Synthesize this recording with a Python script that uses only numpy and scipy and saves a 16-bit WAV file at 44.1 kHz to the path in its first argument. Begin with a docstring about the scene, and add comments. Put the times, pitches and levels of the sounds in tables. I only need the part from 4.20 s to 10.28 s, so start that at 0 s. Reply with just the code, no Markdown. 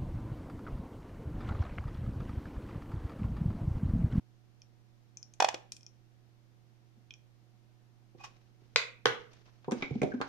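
"""Sauce is squeezed from a plastic bottle onto a foil-wrapped snack, close to a stereo microphone.
Tiny bubbles tick in the nozzle, air pockets pop and splutter, and the bottle gulps air back in.
The flip cap snaps shut, the bottle lands on the desk with a low ring, and things are bumped, tapped
and slid about. Hits are impulses coloured by the struck body, or dying sines; slides and gulps are
swells of noise. All of it sits in a small live room with a faint mains hum."""
import sys
import numpy as np
from scipy import signal
from scipy.fft import rfft, irfft
from scipy.io import wavfile
from scipy.ndimage import uniform_filter1d

SR = 44100
rng = np.random.default_rng(int(sys.argv[2]) if len(sys.argv) > 2 else 0)


def output_pcm(signal):
    """Save a mono or channel-first signal as 16-bit PCM at the path in sys.argv[1].

    Samples are clipped to [-1, 1] before scaling.
    """
    pcm = np.clip(np.atleast_2d(signal).T, -1, 1) * 32767
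    wavfile.write(sys.argv[1], SR, np.round(pcm).astype(np.int16))


N = 268128
HIT_SAMPLES = 4096
HIT_TIME, CLOCK = np.arange(HIT_SAMPLES) / SR, np.arange(N) / SR

# air pockets blown through the nozzle: start_s, pitch_hz, pop_db, spatter_db, cap_db
POPS = [(1.2015, 774, -24.5, -29.5, -33.5), (1.2224, 783, -24.5, -34, -34.5),
        (1.2446, 790, -25.5, -32, -35.5), (1.286, 850, -33.5, -34, -45.5), (1.3426, 520, -38, -41.5, -47)]
# tiny bubbles bursting: start_s, pitch_hz, ring_db, cap_db, fizz_db
SPITS = [(0.4188, 5600, -57.5, -67.5, -95), (0.9716, 6050, -47.5, -67, -66), (1.029, 5580, -47.5, -72, -82),
         (1.1377, 6300, -61, -71, -63.5), (1.5204, 5600, -51, -57.5, -44.5),
         (1.5664, 5600, -64, -61.5, -56.5), (1.609, 5600, -65, -73.5, -87), (1.6314, 5600, -61, -75, -90),
         (1.665, 5610, -52, -65.5, -94), (2.9075, 5480, -60.5, -49, -83), (2.9387, 5780, -57.5, -58.5, -86)]
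# air drawn back in: peak_s, swell_s, gurgle_db, hiss_db
GULPS = [(4.013, 0.014, -52, -65), (4.044, 0.0059, -44, -47)]
# contacts of the closing lid and of the bottle's base: start_s, level_db
SNAP_HITS = [(4.5599, -29.5), (4.5607, -21), (4.5627, -29.5)]
LANDING_HITS = [(4.856, -24), (4.8578, -21), (4.8675, -30)]
# soft, heavy bumps on the desk: start_s, pitch_hz, thump_db, wood_db
BUMPS = [(2.77, 221.9, -61.5, -82), (3.949, 355, -59.5, -55), (4.419, 124.8, -65.5, -64),
         (5.481, 353, -41, -30), (5.52, 240, -27.5, -28.5), (5.6242, 276, -40.5, -36),
         (5.709, 136.4, -30.5, -37), (5.754, 227.5, -29, -39), (5.818, 377, -38, -26),
         (5.833, 405, -35.5, -24), (5.939, 252, -29.5, -39), (6.004, 271, -39.5, -36.5)]
# hard contacts between small things: start_s, clack_db, click_db, edge_db
TAPS = [(5.133, -88, -65, -68.5), (5.277, -64, -75.5, -82), (5.445, -57.5, -63.5, -83),
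        (5.5109, -46, -55, -50.5), (5.5194, -41, -45.5, -48.5), (5.611, -54.5, -59, -79),
        (5.624, -39.5, -40, -79), (5.709, -76, -62, -77), (5.755, -71, -62, -79), (5.818, -41, -49.5, -52),
        (5.832, -51, -47, -55), (5.94, -54.5, -65, -79), (6.003, -48, -70, -78), (6.0136, -32, -44.5, -54)]
# small hard things left ringing: start_s, pitch_hz, level_db, t60_s
CLINKS = [(5.484, 950, -40.5, 0.19), (5.623, 2284, -34.5, 0.13), (5.817, 2315, -39, 0.012),
          (5.829, 654, -31.5, 0.13), (5.9193, 1530, -45, 0.023), (6.0149, 4420, -49.5, 0.046)]
# pushes along the desk: start_s, level_db
SLIDES = [(3.971, -63.5), (4.389, -72.5), (4.97, -66.5), (5.11, -67), (5.229, -70), (5.551, -55),
          (5.81, -61.5), (6.01, -63)]

# modes of the cap and of the bottle on the desk: pitch_hz, relative_db, t60_s
CAP_MODES = [(2513, -2.5, 0.016), (1670, -4.5, 0.014), (3450, -5, .015), (4367, -7.5, 0.015)]
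BOTTLE_MODES = [(132, -21, 0.39), (438, -1, 0.074), (486.5, 5.5, 0.069), (462, -17, 0.65),
                (1190, -7.5, 0.038), (1237, -6.5, .05), (1454, -6.5, 0.12), (2013, -5, 0.015)]
# tunable resonances: pitch_ratio, relative_db
POP_SHAPE = [(.06, -42.5), (.2, -33), (.4, -26.5), (.58, -10), (.78, -1.5), (1, 2.5), (1.2, 0), (1.45, -4),
             (1.75, -19.5), (2.3, -12.5), (3, -24.5), (9, -50.5)]  # hollow air pocket
TICK_SHAPE = [(.1, -47.5), (.66, -36.5), (.8, -12), (.9, -2.5), (1, 7), (1.1, -5.5), (1.24, -11.5),
              (1.4, -41.5), (2.6, -58.5)]  # tiny bubble
CLINK_SHAPE = [(.3, -51), (.82, -23), (.92, 2), (1, 9), (1.08, -8), (1.2, -16), (2.5, -64)]  # cluster of close modes
# tone colours: frequency_hz, relative_db
SPATTER_COLOUR = [(40, -41.5), (200, -24), (1000, -4.5), (1700, 8), (2100, 0), (2500, 1), (2900, 4.5),
                  (4300, -2.5), (5600, 4), (7200, -5.5), (8500, -15.5), (12000, -25), (15000, -47)]  # tearing sauce film
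FIZZ_COLOUR = [(500, -9), (2000, -6.5), (6000, 12.5), (9500, 2.5), (15000, -22)]  # fine spray
CAP_COLOUR = [(300, -33), (1500, -24.5), (2100, -20.5), (2430, 7.5), (2830, -14), (3250, 5.5), (3750, -16),
              (6000, -33), (12000, -51)]  # shaken cap
GURGLE_COLOUR = [(300, -36), (650, -20), (790, -2.5), (930, -20), (1110, 1), (1350, -39.5), (2200, -41),
                 (2500, -3.5), (2900, -39), (8000, -48)]  # wet nozzle
SNAP_COLOUR = [(40, -57.5), (150, -26), (300, -39), (470, -4.5), (620, -13.5), (1200, -13), (2300, -4),
               (2850, -15), (3400, -8), (4400, -8), (5600, -20), (7000, -19), (8500, -36), (15000, -49)]  # lid's peg
LANDING_COLOUR = [(30, -48), (70, -29.5), (125, -6), (200, -12.5), (450, 2.5), (650, -5), (1000, -1),
                  (1500, 5), (2100, -2.5), (2600, -9.5), (3300, 0), (4600, -13.5), (5700, -13), (8500, -31),
                  (15000, -42)]  # bottle's base on the desk
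WOOD_COLOUR = [(40, -43.5), (80, -13), (130, 2.5), (280, 2.5), (400, 6.5), (520, -1), (620, -24), (740, -2),
               (1100, -32), (3000, -63)]  # desk top
CLACK_COLOUR = [(200, -15.5), (600, 1.5), (900, 3.5), (1500, 0), (2000, -10.5), (5000, -75)]  # a tap's midrange body
CLICK_COLOUR = [(60, -43), (500, -21), (1800, -14), (2250, 8), (2900, 0.5), (3600, 2), (4600, -9),
                (7000, -15), (8500, -40), (11000, -57), (15000, -57)]  # a tap's bite
EDGE_COLOUR = [(500, -27), (3000, -6), (6000, 11.5), (8000, 1), (10500, -10), (15000, -28)]  # a hard edge's bright tick
SLIDE_COLOUR = [(60, -1), (230, -6), (500, -6.5), (900, -11.5), (2300, -12.5), (6000, -16.5), (9000, -47.5),
                (15000, -56)]  # rubbing on the desk
AIR_COLOUR = [(20, -1), (45, -5), (90, 3), (140, -0.5), (220, 2), (300, -7.5), (500, -9), (750, -11.5),
              (1000, -14), (2500, -19), (6000, -22.5), (8000, -31.5), (15000, -33)]  # room tone
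CLUTTER_COLOUR = [(100, -18), (500, -9.5), (1500, 2.5), (15000, -2.5)]  # thin echoes off small objects

# mains hum and a computer fan: pitch_hz, right_db, left_minus_right_db
HUM_LINES = [(119.7, -59, -29.5), (321.6, -76, -15), (365, -79.5, -10), (735, -85.5, -4.5)]
# the room's decay: frequency_hz, t60_s
ROOM_DECAY = [(120, 0.47), (300, 0.45), (600, 0.34), (2500, 0.38), (5000, 0.25), (9000, 0.3), (15000, 0.24)]
# how alike the two microphones hear diffuse sound: frequency_hz, coherence
MIC_COHERENCE = [(30, 1), (100, -0.5), (250, 0.47), (600, 0.31), (1300, -0.04), (3000, -0.01), (15000, 0)]
# the microphones' stereo lean: frequency_hz, left_minus_right_db
MIC_BALANCE = [(100, -7), (250, 1.5), (480, -8), (900, -2), (2200, -1.5), (4000, 0.5), (6000, 4.5),
               (10000, -3)]


def splutter():
    """An air pocket pops hollowly; the sauce film behind it tears just after and rattles the cap."""
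    out = np.zeros((2, N))
    tone_offset_db, first_tear_offset_db, tear_delay_s = -3, -8, .0024
    for s, hz, pop_db, spatter_db, cap_db in POPS:
        add(out, s, ring([(hz, 0, .032)], pop_db + tone_offset_db, rise_s=.0009))
        add(out, s, crack(pitched(POP_SHAPE, hz), pop_db, decay_s=.004, scatter=2.4))
        add(out, s, crack(SPATTER_COLOUR, spatter_db + first_tear_offset_db, decay_s=.0047, scatter=1.9))
        add(out, s + tear_delay_s, crack(SPATTER_COLOUR, spatter_db, decay_s=.0023, scatter=1.7))
        add(out, s + tear_delay_s, ring(CAP_MODES, cap_db, rise_s=.0014))
    return out


def spits():
    """Each tiny bubble rings high in the nozzle, shakes the cap and sprays a little."""
    out = np.zeros((2, N))
    for s, hz, ring_db, cap_db, fizz_db in SPITS:
        add(out, s, crack(pitched(TICK_SHAPE, hz), ring_db, decay_s=.0006, scatter=.49))
        add(out, s, crack(CAP_COLOUR, cap_db, decay_s=.00028, scatter=.89))
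        add(out, s, crack(FIZZ_COLOUR, fizz_db, decay_s=.0036, scatter=5.1))
    return pan(left_minus_right_db=-.5) * out


def gulps():
    """As the grip eases, the bottle sucks air back in gulps that gurgle and hiss."""
    gurgle, hiss = diffuse(N, GURGLE_COLOUR), diffuse(N, SPATTER_COLOUR)
    out = np.zeros((2, N))
    fade_s = .014
    for peak_s, swell_s, gurgle_db, hiss_db in GULPS:
        age = CLOCK - peak_s
        flow = np.exp(-(np.minimum(age, 0) / swell_s) ** 2 - np.maximum(age, 0) / fade_s)
        out += flow * (amp(gurgle_db) * gurgle + amp(hiss_db) * hiss)
    return out


def cap_snap():
    """The lid's peg touches, snaps home and rebounds."""
    out = np.zeros((2, N))
    for s, db in SNAP_HITS:
        add(out, s, crack(SNAP_COLOUR, db, decay_s=.0007, scatter=.9))
    return out


def bottle_landing():
    """The bottle's base strikes the desk and rocks once; bottle and desk ring low."""
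    out = np.zeros((2, N))
    for s, db in LANDING_HITS:
        add(out, s, crack(LANDING_COLOUR, db, decay_s=.0028, scatter=3.4))
    add(out, LANDING_HITS[0][0], ring(BOTTLE_MODES, db=-22, rise_s=.0016))
    return out


def bumps():
    """A soft push thumps the desk and stirs its wooden top."""
    out = np.zeros((2, N))
    for s, hz, thump_db, wood_db in BUMPS:
        add(out, s, ring([(hz, 0, .06)], thump_db, rise_s=.0073))
        add(out, s, crack(WOOD_COLOUR, wood_db, decay_s=.026, scatter=1.7))
    return out


def taps():
    """Hard contacts clack, click and tick, and small things ring on."""
    out = np.zeros((2, N))
    for s, clack_db, click_db, edge_db in TAPS:
        add(out, s, crack(CLACK_COLOUR, clack_db, decay_s=.013, scatter=2.04))
        add(out, s, crack(CLICK_COLOUR, click_db, decay_s=.0073, scatter=1.4))
        add(out, s, crack(EDGE_COLOUR, edge_db, decay_s=.004, scatter=2.6))
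    attack = 1 - np.exp(-HIT_TIME / .00069)
    for s, hz, db, t60 in CLINKS:
        decay = amp(-60 * HIT_TIME / t60) * (1 - HIT_TIME / HIT_TIME[-1])
        ringing = diffuse(HIT_SAMPLES, pitched(CLINK_SHAPE, hz))
        add(out, s, at_level(ringing * attack * decay, db))
    return out


def slides():
    """A hand pushes things along the desk with an uneven grip: each rub swells fast, then fades."""
    attack_s, fade_db_per_s, uneven_db = .032, 58.5, 3.7
    power = np.zeros(N)
    for s, db in SLIDES:
        age = np.maximum(CLOCK - s, 0)
        fade_db = fade_db_per_s * np.maximum(age - attack_s, 0)
        power += (np.minimum(age / attack_s, 1) * amp(db - fade_db)) ** 2
    grip = uniform_filter1d(rng.standard_normal(N), 600)
    return diffuse(N, SLIDE_COLOUR) * np.sqrt(power) * amp(uneven_db * grip / grip.std())


def room_tone():
    """A bed of room air under wavering mains and fan hum that leans to the right."""
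    out = amp(-69) * diffuse(N, AIR_COLOUR)
    for hz, db, left_offset_db in HUM_LINES:
        drift = np.interp(CLOCK, np.linspace(0, CLOCK[-1], 30), rng.standard_normal(30))
        waver = .13 * drift * hz / HUM_LINES[0][0]
        hum = np.sqrt(2) * np.sin(2 * np.pi * hz * CLOCK + waver)
        out += amp([[db + left_offset_db], [db]]) * hum
    return out


def room(x, near_db, tail_db):
    """Direct sound, quick echoes off the desk clutter, and a tail that lasts longest in the bass."""
    size = SR * 6 // 10
    t = np.arange(size) / SR
    near = diffuse(size, CLUTTER_COLOUR) * np.exp(-t / .0089) * (t > .0014)
    hz, when, bands = signal.stft(diffuse(size), SR, nperseg=256)
    decay = amp(-60 * when / curve_at(ROOM_DECAY, hz)[:, None])
    tail = signal.istft(bands * decay, SR, nperseg=256)[1][:, :size]
    tail *= np.clip((t - .004) / .0086, 0, 1)  # pre-delay and build-up
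    echoes = amp(near_db) * near / np.linalg.norm(near[0])
    echoes += amp(tail_db) * tail / np.linalg.norm(tail[0])
    return x + signal.fftconvolve(x, echoes, axes=1)[:, :N]


def crack(colour, db, decay_s, scatter):
    """A sharp impulse and a dying scatter of smaller ones, through a body's colour."""
    force = diffuse(HIT_SAMPLES) * np.exp(-HIT_TIME / decay_s)
    force *= scatter / np.linalg.norm(force[0])
    force[:, 0] += 1
    spectrum = np.fft.fft(force)
    hz = abs(np.fft.fftfreq(HIT_SAMPLES, 1 / SR))
    # the scatter smears the hit in time but leaves only shallow notches
    gain = amp(curve_at(colour, hz)) / np.sqrt(abs(spectrum) + .05)
    body = np.exp(np.conj(signal.hilbert(np.log(gain))))  # minimum phase keeps the attack crisp
    hit = np.fft.ifft(body * spectrum).real
    return at_level(hit * (1 - HIT_TIME / HIT_TIME[-1]) ** 2, db)


def ring(modes, db, rise_s):
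    """Dying sines (pitch_hz, relative_db, t60_s), set going by a push that softens the attack."""
    t = HIT_TIME
    tone = sum(amp(level - 60 * t / t60) * np.sin(2 * np.pi * hz * t) for hz, level, t60 in modes)
    attack = 1 - np.exp(-(t / rise_s) ** 2)
    fade_out = np.minimum(1, 2 * (1 - t / t[-1]))
    return at_level(tone * attack * fade_out, db)


def diffuse(size, colour=((1, 0), (2, 0))):
    """Coloured stereo noise of rms 1, white by default, centred in the deep bass and wide on top."""
    hz = np.fft.rfftfreq(size, 1 / SR)
    left, unrelated = np.exp(2j * np.pi * rng.random((2, len(hz))))
    coherence = np.clip(curve_at(MIC_COHERENCE, hz), -1, 1)
    right = coherence * left + np.sqrt(1 - coherence ** 2) * unrelated
    noise = irfft(np.array([left, right]) * amp(curve_at(colour, hz)), size)
    return noise / noise.std()


def pitched(shape, hz):
    """A resonance shape tuned to a pitch."""
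    return [(hz * ratio, db) for ratio, db in shape]


def curve_at(points, hz):
    """A table's value on a log-frequency axis."""
    frequencies, values = np.transpose(points)
    return np.interp(np.log(hz + 1), np.log(frequencies + 1), values)


def amp(db):
    """Decibels to gain."""
    return 10 ** (np.asarray(db) / 20)


def at_level(hit, db):
    """Gives a hit the energy of 10 ms at this level."""
    energy = np.mean(np.sum(hit ** 2, -1)) / SR
    return amp(db) * hit / np.sqrt(energy / .01)


def pan(left_minus_right_db):
    """Left and right gains for a level difference."""
    return amp(np.array([[.5], [-.5]]) * left_minus_right_db)


def from_left(x, lag_samples):
    """Sound from the left reaches the right microphone later."""
    return np.array([x[0], np.roll(x[1], lag_samples)])


def add(mix, start_s, sound):
    """Drops a sound into the mix at its cue."""
    part = mix[:, round(start_s * SR):][:, :sound.shape[-1]]
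    part += sound[..., :part.shape[1]]


def scene():
    """The squeeze in front, the cap and desk work off to the left, all in one room."""
    mix = room(spits(), near_db=-10, tail_db=-13.5)
    mix += room(splutter() + gulps(), near_db=-10.5, tail_db=-13)
    mix += room(from_left(cap_snap(), lag_samples=3), near_db=-11.5, tail_db=-5.5)
    mix += room(from_left(bottle_landing(), lag_samples=4), near_db=-20, tail_db=-6.5)
    mix += room(from_left(bumps(), lag_samples=7), near_db=-12, tail_db=-11)
    mix += room(from_left(taps(), lag_samples=10), near_db=-6, tail_db=-8)
    mix += slides()
    # the right microphone hears more of the bass and low mids
    balance = pan(curve_at(MIC_BALANCE, np.fft.rfftfreq(N, 1 / SR)))
    return irfft(rfft(mix) * balance, N) + room_tone()


def record(dry):
    """A steep low-pass trims the very top."""
    cutoff_hz = 15350
    lowpass = signal.firwin(301, cutoff_hz, window=("kaiser", 9), fs=SR)
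    return signal.oaconvolve(dry, lowpass[None], "same", axes=1)


dry = scene()
out = record(dry)
output_pcm(out)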